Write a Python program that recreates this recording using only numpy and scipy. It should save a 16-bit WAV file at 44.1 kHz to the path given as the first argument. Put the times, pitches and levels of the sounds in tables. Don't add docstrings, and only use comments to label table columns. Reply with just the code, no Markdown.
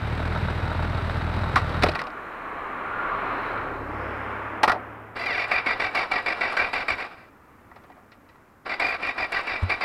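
import sys
import numpy as np
from scipy import signal
from scipy.fft import rfft, irfft
from scipy.io import wavfile
from scipy.ndimage import uniform_filter1d

SR = 44100
rng = np.random.default_rng(int(sys.argv[2]) if len(sys.argv) > 2 else 0)


def dump_mix(stems):
    frames = np.atleast_2d(stems).T
    limited = np.clip(frames, -1, 1)
    pcm = np.round(limited * 32767).astype(np.int16)
    wavfile.write(sys.argv[1], SR, pcm)


def gain_from_decibels(decibels):
    exponent = np.asarray(decibels, float) / 20
    return 10 ** exponent


N = 433944
T = np.arange(N) / SR


def noise():
    return rng.standard_normal(N)


def curve(rows):
    s, *columns = np.transpose(rows)
    return [np.interp(T, s, c) for c in columns]


def unit(x):
    return x / np.sqrt(np.mean(x ** 2))


def colour(x, points):
    hz, db = np.transpose(points)
    f = np.maximum(np.fft.rfftfreq(len(x), 1 / SR), 1)
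    gain = gain_from_decibels(np.interp(np.log(f), np.log(hz), db))
    return irfft(rfft(x) * gain, len(x))


def ring(x, modes):
    out = 0
    for k, (hz, db, t60) in enumerate(modes):
        pole = np.exp(2j * np.pi * hz / SR - np.log(1000) / (t60 * SR))
        out = out + (-1) ** k * gain_from_decibels(db) * signal.lfilter([1], [1, -pole], x).imag
    return out


def sliding(x, hz, width):
    turn = np.exp(2j * np.pi * np.cumsum(hz) / SR)
    return (turn * signal.lfilter([width], [1, -np.exp(-2.7 * width / SR)], x / turn)).imag


def walk(rate):
    k = int(SR / rate)
    levels = rng.standard_normal(4096)
    steps = levels[np.arange(N) // k]
    return unit(uniform_filter1d(uniform_filter1d(steps, k), k))


def push(x, seconds):
    return signal.fftconvolve(x, np.hanning(int(seconds * SR) + 3))[:len(x)]


# (frequency [Hz], gain [dB])
VALLEY_SPECTRUM = [(25, -10), (90, 1), (130, -6.5), (260, -2.5), (430, -8), (700, -9.5), (1200, -6),
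                   (2320, -17.5), (3200, -29.5), (4500, -37)]
# (time [s], level [dB])
VALLEY_LEVEL = [(7.3, -53), (7.85, -53), (8.1, -54), (8.62, -58)]


def valley():
    return gain_from_decibels(curve(VALLEY_LEVEL)[0] + 0.71 * walk(5)) * unit(colour(noise(), VALLEY_SPECTRUM))


# (frequency [Hz], gain [dB per Hz])
TYRE_SPECTRUM = [(70, -14), (170, -13), (270, -4), (430, -4), (850, -3), (1200, 0.5), (1700, -4.5),
                 (2320, -10.5), (2800, -18), (3200, -24), (3650, -30), (4800, -56), (6200, -64)]
# (time [s], level [dB], treble tilt [dB per octave])
CAR_PASS = [(0, -54, 13), (2.1, -38, -0.5), (2.6, -34.5, 0), (2.9, -32.5, 0), (3.17, -30, .5),
            (3.36, -29, 0), (3.58, -29.5, -0.5), (3.81, -34.5, -3.5), (4.05, -31.5, -1),
            (4.33, -31.5, -0.5), (4.62, -33.5, -1), (5.14, -45.5, -2), (5.6, -37.5, 4.5), (7.3, -69, -7)]


def tyre_roar():
    level_db, tilt_db = curve(CAR_PASS)
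    scale, roar = colour(noise(), TYRE_SPECTRUM).std(), 0
    for hz in 100 * 2. ** np.arange(6):
        octave = [(hz / 4, -40), (hz / 2, -9), (hz / 1.4, -3), (hz, -1),
                  (hz * 1.4, -3), (hz * 2, -9), (hz * 4, -40)]
        band = colour(colour(noise(), TYRE_SPECTRUM), octave)
        roar = roar + gain_from_decibels(tilt_db * np.log2(hz / 1000) + 0.1 * walk(4.4)) * band / scale
    return gain_from_decibels(level_db) * roar


# (frequency [Hz], width [Hz], level [dB])
TREAD_MODES = [(1136, 160, -1.5), (1400, 87, -5)]
# (time [s], level [dB])
TREAD_LEVEL = [(2.1, -5.5), (2.8, -4.5), (3.5, -5.5), (3.8, -12), (4.2, -17), (4.7, -14)]


def tread_notes():
    out = 0
    for hz, width, db in TREAD_MODES:
        band = unit(ring(push(noise(), 0.00036), [(hz, 0, 4.0 / width)]))
        out = out + gain_from_decibels(db + curve(TREAD_LEVEL)[0] + 3.2 * walk(9.8)) * band
    return gain_from_decibels(curve(CAR_PASS)[0]) * out


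# (time [s], frequency [Hz])
CAR_ENGINE_HZ = [(4, 34.7), (5, 35.9), (6, 36.5)]
# (loudest time [s], level [dB], rise [dB per s], fall [dB per s])
ENGINE_ORDERS = [(3.8, -47, 7, 30), (4, -40.5, 36, 18), (3.9, -42, 16, 8.2)]


def car_engine():
    phase = 2 * np.pi * np.cumsum(curve(CAR_ENGINE_HZ)[0]) / SR
    hum = 0
    for order, (s, db, rise, fall) in enumerate(ENGINE_ORDERS, 1):
        level_db = db + np.minimum(rise * (T - s), fall * (s - T)) + 1.1 * walk(9.2)
        hum = hum + np.sqrt(2) * gain_from_decibels(level_db) * np.sin(order * phase)
    return hum


# (frequency [Hz], gain [dB per Hz])
SIZZLE_SPECTRUM = [(3000, -24), (3700, -0.5), (4050, 2.5), (4700, -14), (6200, -26)]
# (frequency [Hz], gain [dB per Hz])
WAKE_SPECTRUM = [(3300, -20), (4200, -2), (5300, 0), (5900, -12.5), (7000, -29)]
# (time [s], sizzle level [dB], wake level [dB])
SIZZLE_LEVELS = [(1.5, -90, -95), (2.15, -67, -83), (2.83, -65.5, -80), (3.45, -56, -69), (3.8, -66, -77),
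                 (4, -72, -66.5), (4.35, -70, -72), (5.2, -90.5, -88)]


def car():
    sizzle_db, wake_db = curve(SIZZLE_LEVELS)
    sizzle = gain_from_decibels(sizzle_db) * unit(colour(noise(), SIZZLE_SPECTRUM))
    wake = gain_from_decibels(wake_db) * unit(colour(noise(), WAKE_SPECTRUM))
    return tyre_roar() + tread_notes() + car_engine() + sizzle + wake


# (time [s], take-up level [dB], length [s], level of air pushed down the pipe [dB])
LOADS_ROWS = [(5.189, -31.5, .065, -66), (5.256, -27, .2, -43), (5.51, -23, .095, -41),
              (5.659, -22, .085, -43), (5.795, -24.5, .095, -40), (5.946, -23, .1, -46),
              (6.111, -23.5, .09, -49), (6.258, -24.5, .085, -53), (6.406, -24, .1, -46),
              (6.565, -23, .108, -37), (6.728, -24, .103, -44), (6.88, -22, .068, -36),
              (6.977, -35.5, .06, -64.5), (8.691, -29.5, .065, -62), (8.795, -23, 0.11, -51),
              (8.898, -30.5, .065, -46.5), (9.023, -29, .095, -45), (9.177, -27.5, .08, -43),
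              (9.318, -25, 0.095, -41), (9.468, -29.5, .11, -42), (9.692, -22.5, .06, -37),
              (9.807, -24.5, 0.18, -52)]
# (frequency [Hz], level [dB], t60 [s])
PIPE_MODES = [(46.2, -6.5, 0.31), (94.8, 4.5, 0.21), (166.7, 4.5, 0.02), (206, -8.5, 0.15),
              (310, -29, 0.048)]


def chuffs():
    s, _, length, db = np.transpose(LOADS_ROWS)
    leaves_s = s + 0.37 * length
    air = np.zeros(N)
    air[np.minimum(leaves_s * SR, N - 1).astype(int)] = gain_from_decibels(db)
    out = ring(push(air, 0.013), PIPE_MODES)
    return out * air.max() / abs(out).max()


# (time down [s], time up [s], free-spin drive level [dB])
BUTTON_PRESSES = [(5.148, 7.05, -39), (8.647, 10, -41.5)]


def presses():
    engage_s, engage_db, engage_fade_s = 0.018, 8, 0.045
    rundown_db_s, rundown_floor_db, rundown_s = 125, -18, 0.234
    out = np.zeros(N)
    for down, up, db in BUTTON_PRESSES:
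        t, after = np.maximum(T - down, 0), np.maximum(T - up, 0)
        slam_db = engage_db * np.exp(-t / engage_fade_s)
        rundown_db = np.maximum(-rundown_db_s * after, rundown_floor_db)
        stop = np.clip((rundown_s - after) / 0.015 + 1, 0, 1)
        out += gain_from_decibels(db + slam_db + rundown_db) * np.minimum(t / engage_s, 1) ** 2 * stop
    return out


# (start tooth rate [Hz], end tooth rate [Hz], end level [dB])
EVEN_LOADS = [(680, 668, -30), (825, 292, -24.5)]
# (start [Hz], end [Hz])
TOOTH_RATES = (588.7, 392.5)


def compressions():
    armature_hz, throb_db, settled_db = 46.9, 2.5, -26.5
    load, fresh = np.zeros(N), np.zeros(N)
    rate, rough = np.full(N, 500.), np.full(N, .45)
    for k, (s, db, length, _) in enumerate(LOADS_ROWS):
        pace = 1 + .06 * rng.standard_normal()
        even = k < len(EVEN_LOADS)
        if even:
            start_hz, end_hz, end_db = EVEN_LOADS[k]
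        else:
            start_hz, end_hz = pace * np.array(TOOTH_RATES)
            end_db = settled_db
        on = (T >= s) & (T - s < length + .03)
        t, change_db = T[on] - s, end_db - db
        release = np.clip((length + .018 - t) / .032, 0, 1) ** 1.5
        knock = 0.25 * gain_from_decibels(-2 * max(change_db, 0)) * np.exp(-t / 0.024)
        throb = throb_db * np.cos(2 * np.pi * armature_hz * pace * (t - .008))
        level = gain_from_decibels(db + change_db * t / length + throb)
        load[on] = level * np.clip(t / 0.00367, 0, 1) * (release + knock)
        fresh[on] = np.exp(-t / 0.013)
        rate[on] = start_hz + (end_hz - start_hz) * t / length
        rough[on] = .06 if even else .12
    return load, fresh, rate, rough


# (free-running frequency [Hz], share lost under load, then two harmonics against free spin [dB])
BRUSH_NOTE = (2000, .07, -11, -17)
# (time [s], gain [dB])
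BRUSH_GAIN = [(7, 0), (9.1, 5), (9.55, 14)]


def brushes(load, coast):
    free_hz, lost, first_db, second_db = BRUSH_NOTE
    strain = np.clip(load / np.median(load[load > 0]), 0, 1)
    k = 1 / (.05 * SR)
    sag = signal.lfilter([k], [1, k - 1], strain)
    phase = 2 * np.pi * np.cumsum(free_hz * (1 - lost * sag + .002 * walk(60))) / SR
    note = gain_from_decibels(first_db) * np.sin(phase) + gain_from_decibels(second_db) * np.sin(2 * phase)
    return coast ** 2 / coast.max() * gain_from_decibels(curve(BRUSH_GAIN)[0] + 4.3 * walk(28)) * note


# (frequency [Hz], gain [dB])
TOOTH_SPECTRUM = [(300, -41), (700, -13), (1400, -26.5), (2000, -2.5), (3000, -2), (16000, 6.5)]
# (frequency [Hz], width [Hz], level [dB])
CASING_MODES = [(725, 71, 0.5), (1168, 60, -1.5), (1353, 47, -5.5), (1560, 114, -3), (1948, 73, 2),
                (2175, 127, -4), (2362, 68, 4), (2684, 160, -11.5), (3530, 50, -15), (3740, 120, -19),
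                (4800, 89, -15.5), (5390, 120, -27.5), (7650, 170, -44.5)]
# (frequency [Hz], gain [dB per Hz])
GRIND_SPECTRUM = [(25, -7), (60, -16), (170, -14.5), (260, -4.5), (700, -0.5), (1300, 0), (2400, -11.5),
                  (2800, -9.5), (3200, -17.5), (4000, -17), (5000, -18.5), (5900, -35), (7000, -47.5),
                  (9000, -42.5), (12000, -50), (15500, -62)]
# (frequency [Hz], gain [dB per Hz])
FLECK_SPECTRUM = [(4500, -24), (6000, -10.5), (7500, 5), (8300, 2), (11000, -3.5), (15500, -28)]


def starter():
    load, fresh, rate, rough = compressions()
    coast = presses()
    turns = np.cumsum(rate * (1 + .12 * rough * walk(300))) / SR
    clicks = np.diff(np.floor(turns), prepend=0) * gain_from_decibels(10 * rough * noise())
    teeth = unit(colour(clicks, TOOTH_SPECTRUM))
    loaded, free = gain_from_decibels(1.5 + 0.9 * walk(120)) * load, gain_from_decibels(2.2 * walk(45)) * coast

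    def contact(free_gain):
        mesh = np.sqrt(1 - rough) * teeth + np.sqrt(rough) * noise()
        return loaded * mesh + free_gain * free * noise()

    force, rasp = contact(0.49), contact(1.31)
    chips = gain_from_decibels(6 * walk(400)) * noise() * (load * (0.068 + fresh) + free)
    casing = 0
    for k, (hz, width, db) in enumerate(CASING_MODES):
        struck = force * gain_from_decibels(1.8 * walk(14))
        casing = casing + (-1) ** k * gain_from_decibels(db) * sliding(struck, hz * (1 + .009 * walk(18)), width)
    probe = noise()
    still_modes = [(hz, db + 20 * np.log10(width), 1.85 / width) for hz, width, db in CASING_MODES]
    casing = gain_from_decibels(2.5) * casing / ring(probe, still_modes).std()
    grind = gain_from_decibels(-1.0) * colour(rasp, GRIND_SPECTRUM) / colour(probe, GRIND_SPECTRUM).std()
    flecks = gain_from_decibels(-36) * colour(chips, FLECK_SPECTRUM) / colour(probe, FLECK_SPECTRUM).std()
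    return brushes(load, coast) + flecks + casing + grind


# (time [s], ring peak level [dB], loudest frequency [Hz], t60 [s], noise crack against the ring [dB])
BLOWS = [(1.558, -6, 1120, 0.077, -5), (1.574, -20.5, 1160, 0.13, 1.5), (1.823, -19.5, 4300, 0.066, 5),
         (1.834, -7.5, 1100, 0.027, 1), (1.838, -8, 522, 0.034, -3), (1.862, -25, 900, .037, 6),
         (1.886, -16, 577, 0.055, -2), (1.893, -29, 1500, 0.02, 9), (1.916, -30, 900, 0.062, 3),
         (1.95, -27, 2400, 0.033, 5), (1.954, -20.5, 1220, 0.04, 1), (1.964, -25.5, 1000, 0.034, -8.5),
         (1.991, -23.5, 1900, 0.085, 0.5), (2.016, -24.5, 1130, 0.023, 5), (2.039, -34, 810, 0.028, 4),
         (2.068, -29.5, 670, 0.048, -1), (2.102, -46, 2400, 0.033, 7), (4.632, -6, 900, 0.075, -3),
         (4.639, -7.5, 1900, 0.019, -24), (4.677, -8, 1110, 0.036, -5.5), (4.681, -13, 1400, 0.067, -2),
         (4.695, -8.5, 1220, 0.058, -6.5), (4.718, -12.5, 1530, 0.032, -3.5),
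         (4.723, -17.5, 775, 0.14, -12), (4.758, -23, 736, 0.03, -32.5), (7.714, -38, 1220, 0.028, -15),
         (7.76, -36.5, 950, 0.075, -7.5), (7.837, -43, 940, 0.062, -7), (7.899, -37, 900, 0.042, -14),
         (7.918, -48, 2400, 0.028, 0), (7.966, -42, 690, 0.18, -18), (8.118, -43.5, 1400, 0.12, 1),
         (8.289, -51.5, 1900, 0.11, 3.5), (8.356, -45, 1250, .026, -12)]
# (frequency [Hz], level [dB], t60 [s])
GEARBOX_MODES = [(204, -1, 0.031), (389, 4, 0.014), (604, -6, 0.036), (732, -4.5, 0.046),
                 (900, -3.5, 0.028), (1139, -1.5, 0.019), (1260, -4, 0.032), (1400, -3, 0.025),
                 (1930, -3.5, 0.041), (2400, -19.5, 0.13), (3780, -27.5, .025), (4950, -30, .02),
                 (5430, -33, 0.014), (8100, -31, .025)]
# (frequency [Hz], gain [dB per Hz])
CRACK_SPECTRUM = [(100, -19), (400, -3), (1200, -6), (2400, 0), (3200, -11), (4000, -7.5), (5400, -14.5),
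                  (6500, -28.5), (9000, -27.5), (15500, -42)]


def clunks():
    out, t = np.zeros(N), T[:8192]
    for s, db, hz, t60, crack_db in BLOWS:
        scrape, crack = rng.standard_normal((2, len(t)))
        modes = [(f, g - 13.2 * abs(np.log2(f / hz)), d) for f, g, d in GEARBOX_MODES]
        crack_colour = [(f, g + 0.2 * (db + 8) * (f > 6000)) for f, g in CRACK_SPECTRUM]
        fade = np.minimum(t / 0.00061, 1) * np.exp(-np.log(1000) * t / t60)
        body = ring(scrape * fade, modes)
        snap = colour(crack, crack_colour) * fade ** 1.1
        i = int(s * SR)
        out[i:i + len(t)] += gain_from_decibels(db) * (body / abs(body).max() + gain_from_decibels(crack_db) * snap / abs(snap).max())
    return out


# (time [s], firing rate [firings per s])
IDLE_RATE = [(0.0, 36.6), (0.13, 38.4), (0.29, 41.2), (0.42, 39.8), (0.54, 39.7), (0.62, 38.6),
             (0.72, 40.9), (0.85, 41.1), (1.0, 40.0), (1.1, 41.2), (1.2, 40.5), (1.31, 41.2), (1.45, 40.0),
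             (1.6, 38.6), (1.75, 40.4), (1.85, 41.8)]
FAILED_FIRINGS = [(.335, -5), (.411, -22), (.535, -4), (.611, -22), (.736, -8), (.932, -13), (1.007, -13),
                  (1.13, -15), (1.203, -7), (1.325, -12), (1.399, -24), (1.524, -12), (1.6, -16),
                  (1.728, -4)]
CYLINDER_LEVELS = [-0.6, 0, -0.9, -0.7]


def firings():
    turns = .33 + np.cumsum(curve(IDLE_RATE)[0]) / SR
    count = turns.astype(int)
    at = np.flatnonzero(np.diff(count))[:90] + 1
    db = np.take(CYLINDER_LEVELS, count[at] % 4) + 0.9 * rng.standard_normal(len(at))
    for s, down_db in FAILED_FIRINGS:
        db[np.argmin(abs(T[at] + .009 - s))] += down_db
    late = (.0003 * SR * abs(rng.standard_normal(len(at)))).astype(int)
    pulses = np.zeros(N)
    pulses[at + late] = gain_from_decibels(db)
    return pulses


# (frequency [Hz], gain [dB per Hz])
CLATTER_SPECTRUM = [(60, -57), (130, 4.5), (220, -2.5), (500, -5), (1400, -6.5), (2300, -14), (3200, -21),
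                    (3900, -19.5), (4800, -27.5), (5900, -37), (7000, -45), (7750, -38.5), (10500, -46.5),
                    (15500, -55.5)]
# (frequency [Hz], level [dB], t60 [s])
TAPPET_MODES = [(610, 0.5, 0.039), (900, 3.5, .03), (1330, 3, .035), (1518, 1.5, 0.031), (1924, -7.5, 0.03),
                (3800, -10, 0.045)]


def valve_gear(pulses):
    puff = signal.lfilter([1], [1, -np.exp(-1 / (0.0046 * SR))], pulses ** 0.23)
    rattle = colour((1.0 + puff) * gain_from_decibels(1.5 * walk(150)) * noise(), CLATTER_SPECTRUM)
    ticks = (rng.random(N) < 160 / SR) * gain_from_decibels(3.5 * noise())
    return unit(rattle) + gain_from_decibels(-5) * unit(ring(ticks * noise(), TAPPET_MODES))


# (time [s], peak level before the gas crackle [dB])
LONE_FIRING = (9.624, -15)


def catch(clatter):
    s, db = LONE_FIRING
    kick = np.zeros(N)
    kick[int(s * SR) + (SR * np.array([-.006, 0, .006])).astype(int)] = [-.25, 1, -.6]
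    modes = [(42.34, -14.5, 0.11), (91.5, -2, 0.15), (232, -3, 0.12), (150, -8, 0.05)]  # (Hz, dB, t60 s)
    thump = ring(push(kick, 0.0071), modes)
    since = T - s
    gas = gain_from_decibels(-16) * (since > 0) * np.exp(-abs(since) / 0.02) * clatter
    return gain_from_decibels(db) * (thump / abs(thump).max() + gas)


def engine():
    stall_s, shudder_s, shudder_db = 1.843, 0.023, 8
    pulses = firings()
    exhaust, clatter = ring(push(pulses, 0.002), PIPE_MODES), valve_gear(pulses)
    running = slice(0, int(1.8 * SR))
    exhaust, clatter = exhaust / exhaust[running].std(), clatter / clatter[running].std()
    stalled = np.maximum(T - stall_s, 0) ** 2
    shudder = shudder_db * np.exp(-((T - stall_s - shudder_s) / shudder_s) ** 2)
    exhaust_db = -27.5 - 1230 * stalled
    clatter_db = -31.5 + shudder - 370 * stalled
    return gain_from_decibels(exhaust_db) * exhaust + gain_from_decibels(clatter_db) * clatter + catch(clatter)


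def scene():
    return (valley() + car() + chuffs() + starter() + clunks() + engine())[None]


def roll_off(x):
    return signal.sosfilt(signal.butter(12, 15760, fs=SR, output="sos"), x)


# (frequency [Hz], gain [dB per Hz])
HISS_SPECTRUM = [(1000, -30), (4000, 8), (7000, 9.5), (12000, 3.5), (14500, -3.5), (15700, -20)]
# (time [s], level [dB])
HISS_LEVEL = [(4.5, -73), (5.1, -90), (9.84, -75.5)]
# (frequency [Hz], level [dB])
WHINE_TONES = [(11861, -90), (11907, -86), (11952, -91)]


def record(dry):
    clip = .5
    hiss = gain_from_decibels(curve(HISS_LEVEL)[0]) * unit(colour(noise(), HISS_SPECTRUM))
    whine = sum(gain_from_decibels(db + 2 * walk(6)) * np.sqrt(2) * np.sin(2 * np.pi * hz * T) for hz, db in WHINE_TONES)
    x = dry + hiss + whine
    mix = x / (1 + abs(x / clip) ** 6) ** (1 / 6)
    return roll_off(mix)


dry = scene()
out = record(dry)
dump_mix(out)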